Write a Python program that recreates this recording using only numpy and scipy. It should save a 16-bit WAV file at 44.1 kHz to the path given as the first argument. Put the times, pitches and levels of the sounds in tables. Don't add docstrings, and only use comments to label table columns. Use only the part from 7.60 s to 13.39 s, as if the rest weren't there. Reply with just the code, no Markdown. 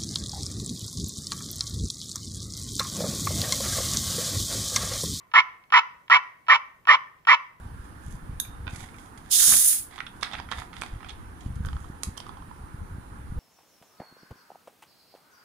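import sys
import numpy as np
from scipy import signal
from scipy.fft import rfft, irfft, next_fast_len
from scipy.io import wavfile
from scipy.ndimage import uniform_filter1d

SR = 44100
rng = np.random.default_rng(int(sys.argv[2]) if len(sys.argv) > 2 else 0)


def volts(x):
    e = np.asarray(x, float) / 20
    return 10 ** e


def to_wav(sig):
    pcm = np.clip(np.atleast_2d(sig), -1, 1) * 32767
    pcm = np.round(pcm).astype(np.int16)
    wavfile.write(sys.argv[1], SR, pcm.T)


N = 255339
T = np.arange(N) / SR


def evened(x):
    return x / np.sqrt(np.mean(x ** 2) + 1e-20)


def read(points, hz):
    f, value = np.transpose(points)
    return np.interp(np.log(hz + 1), np.log(f + 1), value)


def colour(x, points):
    size = next_fast_len(x.shape[-1])
    gain = volts(read(points, np.fft.rfftfreq(size, 1 / SR)))
    return irfft(rfft(x, size) * gain, size)[..., :x.shape[-1]]


def band(x, lo_hz, hi_hz):
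    return signal.sosfilt(signal.butter(N=2, Wn=[lo_hz, hi_hz], btype="band", fs=SR, output="sos"), x)


def resonate(x, hz, width_hz):
    turn = np.exp(2j * np.pi * np.cumsum(hz * np.ones(len(x))) / SR)
    r = np.exp(-np.pi * width_hz / SR)
    return (turn * signal.lfilter([(1 - r) ** 2], [1, -2 * r, r ** 2], x / turn)).real


def lumps(width_s):
    size = max(round(width_s * SR), 2)
    return evened(uniform_filter1d(uniform_filter1d(rng.standard_normal(N), size), size))


def column(rows, index):
    rows = np.array(rows)
    return volts(np.interp(T, rows[:, 0], rows[:, index], left=-140, right=-140))


def add(mix, s, sound):
    part = mix[round(s * SR):][:len(sound)]
    part += sound[:len(part)]


def ring(hz, db, t60, t):
    return volts(db - 60 * t / t60) * np.sin(2 * np.pi * hz * t)


def pings(rows):
    out, t = np.zeros(N), np.arange(1500) / SR
    rise = 1 - np.exp(-t / 0.00014)
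    for s, db, hz, t60 in rows:
        add(out, s, ring(hz, db, t60, t) * rise)
    return out


def clicks(rows, gain_db, upper_hz, spread, overtone_db, upper_base_db, upper_share):
    full_db = 5
    out, t = np.zeros(N), np.arange(2600) / SR
    noise = rng.standard_normal((len(rows), 3, len(t)))
    scatters = np.exp(0.04 * noise[:, 0, 0])
    rise = 1 - np.exp(-t / 0.00065)
    for (s, db, body_hz, snap_db), (a, b, c), scatter in zip(rows, noise, scatters):
        t60 = 0.02 * volts(-0.5368 * (db + 28.0))
        upper_db = upper_base_db + upper_share * min(snap_db, full_db)
        upper_db -= max(snap_db - full_db, 0)
        body = ring(body_hz, -0.62, 0.5 * t60, t) + ring(1.58 * body_hz, overtone_db, 0.27 * t60, t)
        body += volts(-4.5 - 60 * t / t60) * evened(band(a, body_hz / spread, body_hz * spread))
        upper = ring(upper_hz * scatter, upper_db + 4.5, 0.5 * t60, t)
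        upper += volts(upper_db - 4.5 - 75 * t / t60) * evened(band(b, 2050, 4850))
        top_hz = np.clip(6500 * np.exp(0.15 * snap_db), 5200, 11000)
        snap = volts(snap_db - 4.0 - 130 * t / t60) * evened(band(c, 3580, top_hz))
        crack = volts(1.22 * snap_db - 4.0) * (1 - t / 0.0001) * np.exp(-t / 0.0001)
        add(out, s, volts(db + gain_db) * (rise * (body + upper + snap) + crack))
    return out


def hum():
    # (frequency [Hz], level [dB per Hz])
    hum_tone = [(150, -9), (265, -3), (400, -11), (630, -16), (830, -8.5), (1500, -12.5), (1800, -15.5),
                (1950, -20.5), (2450, -25.5), (5270, -33), (8300, -34.5), (9000, -26), (10400, -27),
                (12600, -42.5), (14900, -35.5), (15400, -34), (15600, -61)]
    # (frequency [Hz], likeness [-1 to 1])
    likeness = [(60, 1), (130, 1), (290, 0.89), (640, -0.46), (1410, -0.16), (3100, 0.072), (6820, -0.029),
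                (15000, -0.17)]
    # (frequency [Hz], difference [dB])
    side = [(60, -5), (110, -5), (200, 0), (380, -1.5), (700, -4), (1290, -7.5), (2380, -7), (4400, -1),
            (8120, -6), (15000, -9)]
    frames, hz = N // 256 + 5, np.fft.rfftfreq(1024, 1 / SR)
    a, b, c, d, patches = rng.standard_normal((frames, 513, 5)).T
    patches = evened(uniform_filter1d(uniform_filter1d(patches, size=10, axis=0), size=12, axis=1))
    same = np.clip(read(likeness, hz), -1, 1)[:, None]
    right = a + 1j * b
    left = same * right + np.sqrt(1 - same ** 2) * (c + 1j * d)
    tilt = volts(read(side, hz)[:, None] / 2)
    z = np.array([left * tilt, right / tilt]) * volts(read(hum_tone, hz)[:, None] + 1.35 * patches)
    return volts(-50.5) * evened(signal.istft(z, nperseg=1024, noverlap=768)[1][:, :N])


def breeze():
    # (time [s], strength [dB])
    strength = [(0.0, -44.5), (0.11, -43.5), (0.4, -46.5), (0.61, -38), (0.87, -45.5), (1.08, -42),
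                (1.32, -47), (1.63, -53), (2.21, -51), (2.4, -52.5), (3.47, -45), (3.82, -44), (4.0, -32.5),
                (4.45, -48), (4.98, -47), (5.22, -40.5), (5.45, -46.5), (5.79, -37.5)]
    # (frequency [Hz], level [dB per Hz])
    eddy_tone = [(8.8, -33.5), (15, 0.5), (54, 1.5), (70, 4.5), (191, -9.5), (434, -40), (469, -26),
                 (506, -22), (600, -57.5), (780, -56), (1320, -120)]
    # (time [s], peak [dB], width [ms])
    thump_events = [(0.468, -32, 6.7), (0.482, -30, 3.4), (0.696, -26, 3.3), (0.734, -32, 3.1),
                    (1.071, -35.5, 2.1), (1.128, -36, 5.6), (1.139, -37, 3.9), (3.33, -31, 9.2),
                    (3.361, -30, 4.5), (3.863, -24.5, 2.55), (3.905, -26.5, 3.2), (3.967, -25, 3.7),
                    (3.981, -33, 5.7), (3.996, -37, 3.3), (4.007, -23.5, 2.7), (4.033, -37, 4.4),
                    (4.049, -31, 2.8), (4.083, -35, 5.4), (4.13, -31, 6.6), (4.16, -24, 4.7),
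                    (4.215, -32, 5.1), (4.301, -30.5, 2), (4.474, -28, 3), (4.489, -28, 2.3),
                    (5.04, -32.5, 4), (5.145, -30, 2.5), (5.19, -37, 5.6), (5.35, -32, 3.3),
                    (5.384, -30.5, 2.2), (5.706, -32.5, 9.3), (5.723, -26, 2.8), (5.763, -35, 6.1)]
    # (time [s], peak [dB], width [ms])
    pull_events = [
        (1.076, -35.5, 2.9),
        (1.134, -28.5, 2.5),
        (1.183, -36, 2),
        (3.338, -32, 3.6),
        (4.482, -29.5, 2.7),
    ]
    eddy, odd = (evened(colour(rng.standard_normal(N), eddy_tone) * volts(3.75 * lumps(0.028)))
                 for _ in range(2))
    thumps = np.zeros(N)
    for (s, db, width_ms), sign in [(row, 1) for row in thump_events] + [(row, -1) for row in pull_events]:
        u = np.arange(-2, 7, 1000 / width_ms / SR)
        push = 1.22 * np.exp(-2.8 * u ** 2) - 0.6 * np.exp(-0.8 * (u - 1.3) ** 2)
        add(thumps, s - 2 * width_ms / 1000, sign * volts(db) * push)
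    odd = colour(odd, [(30, -17), (70, -12), (150, -5), (600, -3)])
    return thumps + column(strength, index=1) * volts(-1.0) * (eddy + odd * np.array([[1], [-1]]))


def rubs():
    # (start [s], length [s], pressure [dB], brightness [dB])
    strokes = [(0.194, 0.12, -74, -64.5), (0.424, 0.18, -73, -55.5), (1.09, 0.25, -60, -51),
               (1.337, 0.18, -69, -56.5), (1.543, 0.24, -71, -66), (2.305, 0.12, -60, -59),
               (2.625, 0.24, -52, -59), (2.904, 0.17, -52.5, -51.5), (3.133, 0.26, -58.5, -57.5),
               (3.384, 0.25, -64, -76), (3.771, 0.16, -70, -63), (4.017, 0.38, -77, -62),
               (4.42, 0.13, -77, -54.5), (4.57, 0.23, -68, -74)]
    # (frequency [Hz], level [dB])
    plastic = [(450, -32), (750, 13), (1300, -12.5), (2100, 5), (2700, -10), (3350, 2), (4300, -8.5),
               (5200, -8), (6000, -42)]
    slips = volts(5.4 * np.minimum(rng.exponential(1, N), 4))
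    slips = slips * (rng.random(N) < 600 / SR) * rng.choice([-1., 1.], N)
    drive = (evened(slips) + rng.standard_normal(N)) * volts(2.5 * lumps(0.008))
    shapes = [column([(s, -6.5), (s + 0.51 * length, 0), (s + length, -17)], index=1)
              for s, length, _, _ in strokes]
    pressure, bright = uniform_filter1d(volts(np.array(strokes)[:, 2:].T) @ shapes, size=600)
    body = evened(colour(drive, plastic)) * pressure
    fine = evened(colour(drive, [(4500, -10.5), (6600, 3.5), (8500, -2.0), (11000, -1.0), (13500, -5.5)]))
    return volts(10.5) * body + volts(0.5) * fine * bright


def wall_crackle():
    # (time [s], peak [dB], body pitch [Hz], brightness [dB])
    grip = [(0.8494, -47, 1480, -1), (1.1274, -52, 1290, -2), (1.138, -58, 1290, -6),
            (1.155, -48, 1250, -14), (1.186, -58, 1370, 9), (1.226, -58, 1380, 6), (1.1463, -47, 1450, 3),
            (1.1594, -45.5, 1250, 13), (1.2047, -44, 1440, 4), (1.2394, -42, 1250, -5),
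            (1.2874, -46, 1340, -12), (1.3423, -49, 1490, -25), (1.3838, -49, 1354, 1.5),
            (1.5753, -51, 1320, 8)]
    # (time [s], peak [dB], body pitch [Hz], brightness [dB])
    lift = [(3.807, -47, 1230, 1.5), (3.858, -57, 1236, 1), (3.955, -62, 960, 11), (4.037, -48, 1480, -28),
            (4.049, -20, 1160, -16), (4.058, -49.5, 1500, 10.5), (4.067, -39, 1200, -5),
            (4.086, -23, 1270, -10.5), (4.13, -26, 1000, -12.5), (4.166, -33, 1270, -16),
            (4.243, -29, 1200, -18), (4.431, -63, 1240, 8), (4.4337, -32.5, 1240, 18.5),
            (4.568, -34, 960, -9), (4.5742, -43.5, 1093, 13.5), (4.5775, -24.5, 1000, 0),
            (4.602, -26.5, 1020, -0.5), (4.666, -32, 1100, -12), (4.692, -27, 1080, -14.5),
            (4.77, -33, 990, -16), (4.822, -30.5, 1050, -24), (4.912, -29, 1010, -25)]
    # (time [s], peak [dB], pitch [Hz], t60 [s])
    patches = [(4.051, -39, 1310, 0.016), (4.058, -38, 12100, .008), (4.069, -38, 1400, .012),
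               (4.088, -35, 1290, .015), (4.131, -34, 1270, .014), (4.167, -30, 1360, 0.019),
               (4.167, -52, 6500, .005), (4.228, -48, 7000, .008), (4.244, -38, 1150, .012),
               (4.4338, -46, 1260, 0.01), (4.434, -23, 6660, .008), (4.434, -28, 4800, 0.0055),
               (4.5773, -33, 3180, .025), (4.602, -40, 3000, 0.016), (4.578, -40, 1050, .012),
               (4.6865, -42.5, 8750, .008), (4.693, -44, 1100, .012), (4.724, -37, 1200, .015),
               (4.771, -33, 1000, .012), (4.913, -40, 1000, .012)]
    out = pings(patches) + clicks(grip, 1.5, 3610, 2.0, 10.0, -5.5, 0.73)
    return out + clicks(lift, 1.7, 3190, 1.13, -16, -5.5, 0.81)


def knock():
    # (time [s], peak [dB])
    hits = [
        (1.069, -32),
        (1.0785, -25.5),
        (1.0885, -48),
        (1.0942, -42),
        (1.105, -44),
    ]
    # (frequency [Hz], level [dB], t60 [s])
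    modes = [(1050, -3, 0.02), (1520, 2.5, 0.017), (1900, -4, 0.015), (2500, 5.5, 0.0086),
             (3000, -4, 0.0095), (3500, -1, .01), (4360, -12, .008)]
    out = pings([(s, db + mode_db, hz, t60) for s, db in hits for hz, mode_db, t60 in modes])
    return band(out, 400, 5200)


def clink():
    # (time [s], peak [dB])
    touches = [
        (0.7993, -13),
    ]
    # (frequency [Hz], level [dB], t60 [s])
    modes = [(1630, -11.5, 0.11), (3670, 0, 0.49), (6490, -0.5, 0.25), (9080, -3.5, .15), (9480, -17, .2),
             (10900, -4, 0.11), (12100, 0, .15), (12200, 2, .05)]
    out, t = np.zeros(N), np.arange(SR // 2) / SR
    damp = volts(-60 * (t / 0.011) ** 2) + volts(-26)
    rattle = rng.standard_normal((2, len(t)))
    tone = np.zeros(len(t))
    for hz, db, t60 in modes:
        tone += ring(hz, db - 0.00028 * hz, 0.45 * t60, t)
        tone += volts(db - 3.0 - 60 * t / t60) * evened(resonate(rattle[0], hz, 0.05 * hz))
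    tick_tone = [(2000, -22), (4000, -4), (8000, -4), (9000, 0), (12500, 0), (13000, -40)]
    tick = evened(colour(rattle[1], tick_tone))
    for s, db in touches:
        hit = (tone + volts(-4.0 - 140 * t) * tick) * damp
        add(out, s, volts(db - 7.5) * hit * np.minimum(t / 0.00075, 1))
    return out


def cap_clicks():
    # (time [s], peak [dB], body pitch [Hz], brightness [dB])
    tight = [(2.324, -49.5, 1520, -20), (2.335, -46, 1270, -28), (2.3795, -34, 1160, -23),
             (2.387, -34, 1250, -20), (2.4042, -16, 1460, -32), (2.4655, -33, 1540, -23),
             (2.561, -77, 1400, 14), (2.61, -56, 1460, 8), (2.621, -56, 1150, 5), (2.628, -14.5, 1150, -24),
             (2.6308, -22.5, 1550, 2), (2.6345, -29, 1500, -29), (2.641, -41, 1900, -18),
             (2.647, -37, 2040, -17), (2.663, -42, 1520, -22), (2.668, -39, 1800, -24),
             (2.712, -41, 1240, -34), (2.723, -41, 1300, -6), (2.733, -33.5, 805, -9),
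             (2.737, -32, 1900, -20), (2.742, -24, 1280, -28), (2.746, -37, 820, -32),
             (2.752, -28, 2050, -33), (2.759, -53, 905, -31), (2.783, -40, 1900, -34),
             (2.788, -34, 1390, -38), (2.799, -31, 960, -24), (2.888, -42, 1430, -27),
             (2.896, -52, 1285, -44), (2.9135, -40, 1520, 2.5), (2.916, -18.5, 980, -29),
             (2.922, -16, 1350, -23), (2.9262, -24, 1090, -39), (2.933, -37, 1900, -33),
             (2.984, -31.5, 1200, -28), (3.019, -34, 1220, -45)]
    # (time [s], peak [dB], body pitch [Hz], brightness [dB])
    loose = [(3.13, -38, 1360, -11), (3.138, -35, 1310, -24), (3.166, -29, 1380, -8.5),
             (3.2138, -40.5, 1330, 12), (3.219, -8.5, 1440, -17.5), (3.235, -18, 1450, -12),
             (3.405, -39, 1260, -39), (3.429, -34, 1260, -36), (3.445, -35, 1460, -13),
             (3.462, -43, 1290, -17), (3.487, -44, 2100, 2), (3.493, -37, 1330, 1),
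             (3.503, -42, 2190, -1.5)]
    # (time [s], peak [dB], pitch [Hz], t60 [s])
    patches = [(2.4657, -30, 3590, 0.014), (2.470, -29.5, 3360, 0.013), (2.613, -42, 3930, .012),
               (2.6215, -42, 5000, .008), (2.631, -15, 5240, .006), (2.6465, -24, 3900, .01),
               (2.734, -34, 5030, .008), (2.7995, -28, 4900, .007), (2.916, -27, 3250, 0.011),
               (2.933, -28, 1980, 0.017), (2.975, -33, 3520, 0.014), (2.984, -37, 3500, .012),
               (3.2145, -38, 2400, .006), (3.2195, -18, 2450, 0.007), (3.2195, -23.5, 1050, 0.011),
               (3.2195, -27, 8500, .005), (3.236, -33, 2300, .01), (3.497, -41, 3420, .012),
               (3.504, -38, 3370, .012)]
    out = pings(patches) + clicks(tight, 5.8, 3390, 1.37, 0.66, 3.7, 0.51)
    return out + clicks(loose, 0.87, 3410, 1.86, 1.6, 3.0, 0.82)


def jet():
    # (time [s], level [dB])
    flow_rows = [
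        (1.69, -74),
        (1.714, -24.5),
        (1.732, -21.5),
        (1.92, -13.5),
        (2.04, -16),
        (2.12, -17.5),
        (2.19, -30),
        (2.28, -57),
        (2.33, -79.5),
    ]
    # (frequency [Hz], level [dB per Hz])
    hiss_tone = [(2650, -81), (4500, -34), (6560, -9), (8070, -9.5), (8830, -1), (10200, -3.5), (12300, -4),
                 (14900, 3.5), (15600, -7.5), (15800, -36)]
    # (time [s], pitch [Hz], level [dB])
    neck = [
        (1.69, 2670, -13),
        (1.77, 2050, 2),
        (1.82, 1610, 3),
        (1.9, 1280, 1.5),
        (1.95, 1480, -7),
        (1.98, 2000, -2.5),
        (2.33, 2100, -3),
    ]
    # (time [s], peak [dB], pitch [Hz])
    spits = [(1.879, -15, 1480), (1.887, -18, 1490), (1.916, -19, 1000), (1.921, -22, 2870),
             (1.925, -4, 1540), (1.937, -2.5, 2340), (1.9392, -19, 1900), (1.9405, -9, 890),
             (1.947, -22, 1070), (1.968, -17, 1200)]
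    # (time [s], peak [dB], pitch [Hz])
    gulps = [(1.88, -28.5, 200), (1.886, -34.5, 200), (1.893, -29, 260), (1.906, -32, 250),
             (1.923, -24.5, 200), (1.938, -26, 303), (1.947, -51, 250), (1.957, -30, 300),
             (1.961, -39.5, 249), (1.967, -39, 200)]
    flow = column(flow_rows, index=1)
    flutter = volts(0.89 * lumps(0.0021) + 0.89 * lumps(0.0005)) * 1.07 ** lumps(0.0082)
    surge = volts(4 * np.exp(-((T - 2.08) / 0.026) ** 2))
    hiss, stray = evened(colour(rng.standard_normal((2, N)), hiss_tone))

    roar_db = np.minimum(np.maximum(-5.5 - 31.5 * (T - 1.776), -14), 0)
    roar_tone = [(1800, -38.5), (2500, -20.5), (3000, -13.5), (3650, -8.0), (4300, -8), (5500, -5.0), (7000, -14.0)]
    roar = evened(colour(rng.standard_normal(N), roar_tone)) * volts(roar_db)

    when, neck_hz, neck_db = np.transpose(neck)
    sputter_db = -24.5 + np.interp(T, when, neck_db) + 12.5 * np.exp(-((T - 1.93) / 0.018) ** 2)
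    low = resonate(rng.standard_normal(N) * volts(2.5 * lumps(0.0035)), np.interp(T, when, neck_hz), 1720)
    sputter = evened(band(low, 800, 6000)) * volts(sputter_db)

    peak_s = 1.775
    whistle_db = -14.5 - 56 * np.maximum(T - peak_s, 0) - 88 * np.clip(peak_s - T, 0, 1)
    whistle = evened(resonate(rng.standard_normal(N), 3730, 370)) * volts(whistle_db)
    lip_db = -22 - 152.5 * np.maximum(T - flow_rows[1][0], 0)
    lip = evened(resonate(rng.standard_normal(N), 2860, 474)) * volts(lip_db)
    throat_db = -6.5 - 53 * np.maximum(T - 1.89, 0)
    throat = evened(resonate(rng.standard_normal(N), 6840, 2060)) * volts(throat_db)

    out = volts(5.0) * flow * flutter * (whistle + lip + throat + surge * hiss + roar + sputter)
    out += pings([(s, db, hz, 0.004) for s, db, hz in spits])
    out += pings([(s, db + 3, hz, 0.025) for s, db, hz in gulps])
    return out, volts(2) * flow * flutter * surge * stray


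def room(x):
    # (frequency [Hz], t60 [s])
    walls = [(300, 0.48), (1000, 0.34), (4000, 0.23), (12000, 0.18)]
    taps = np.zeros((2, SR // 2))
    at = np.arange(160, SR // 2 - 20, 20)
    at = at + rng.integers(0, 20, (2, len(at)))
    np.put_along_axis(taps, at, rng.choice([-1., 1.], at.shape), 1)
    hz, t, z = signal.stft(taps, SR, nperseg=256)
    fade = volts(-60 * t / np.maximum(read(walls, hz), 0.03)[:, None])
    tail = signal.istft(z * fade, SR, nperseg=256)[1]
    return signal.fftconvolve(x[None], tail / np.linalg.norm(tail[0]), axes=1)[:, :N]


def scene():
    # (frequency [Hz], level [dB])
    ports = [(600, 0.5), (5000, 0), (8000, 2), (10200, 4), (12800, -8.5), (15600, -8.5), (15900, -23),
             (16500, -32)]
    # (frequency [Hz], level [dB])
    shadow = [(200, -1), (700, -16.5), (1300, -9.5), (2400, -9), (4400, -7), (6800, -10.5), (9000, -5.5),
              (10600, 0.5), (12500, 2), (15000, -11)]
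    cap = cap_clicks()
    (gas, stray), glass = jet(), clink()
    low = gas + glass + knock() + wall_crackle() + rubs()
    to_walls = cap + low - (1 - volts(-1.5)) * glass - (1 - volts(-0.5)) * gas
    wet = room(colour(to_walls, ports))
    late = np.roll(cap, 2) + np.roll(low, 27)
    direct = colour(late, [(800, -1.0), (3000, -3.5), (12000, -20.5)])
    left = colour(colour(direct + stray, ports) + volts(-4.5) * wet[0], shadow)
    right = colour(cap + low, ports) + volts(-9.5) * wet[1]
    return np.array([left, right]) + breeze() + hum()


def roll_off(x):
    return signal.sosfilt(signal.butter(12, 15850, fs=SR, output="sos"), x)


def record(dry):
    power_db = 10 * np.log10(abs(uniform_filter1d((dry ** 2).mean(0), size=4000)) + 1e-12)
    fall = T * 110.0
    over_db = np.maximum(np.maximum.accumulate(power_db + fall) - fall + 27.5, 0)
    keep = np.exp(-1 / (0.082 * SR))
    ducked = dry / volts(0.41 * signal.lfilter([1 - keep], [1, -keep], over_db))
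    ceiling = 1.1
    mix = colour(ceiling * np.tanh(ducked / ceiling), [(15650, 1.5), (15900, -25.0), (16300, -66.5)])
    return roll_off(mix)


dry = scene()
out = record(dry)
to_wav(out)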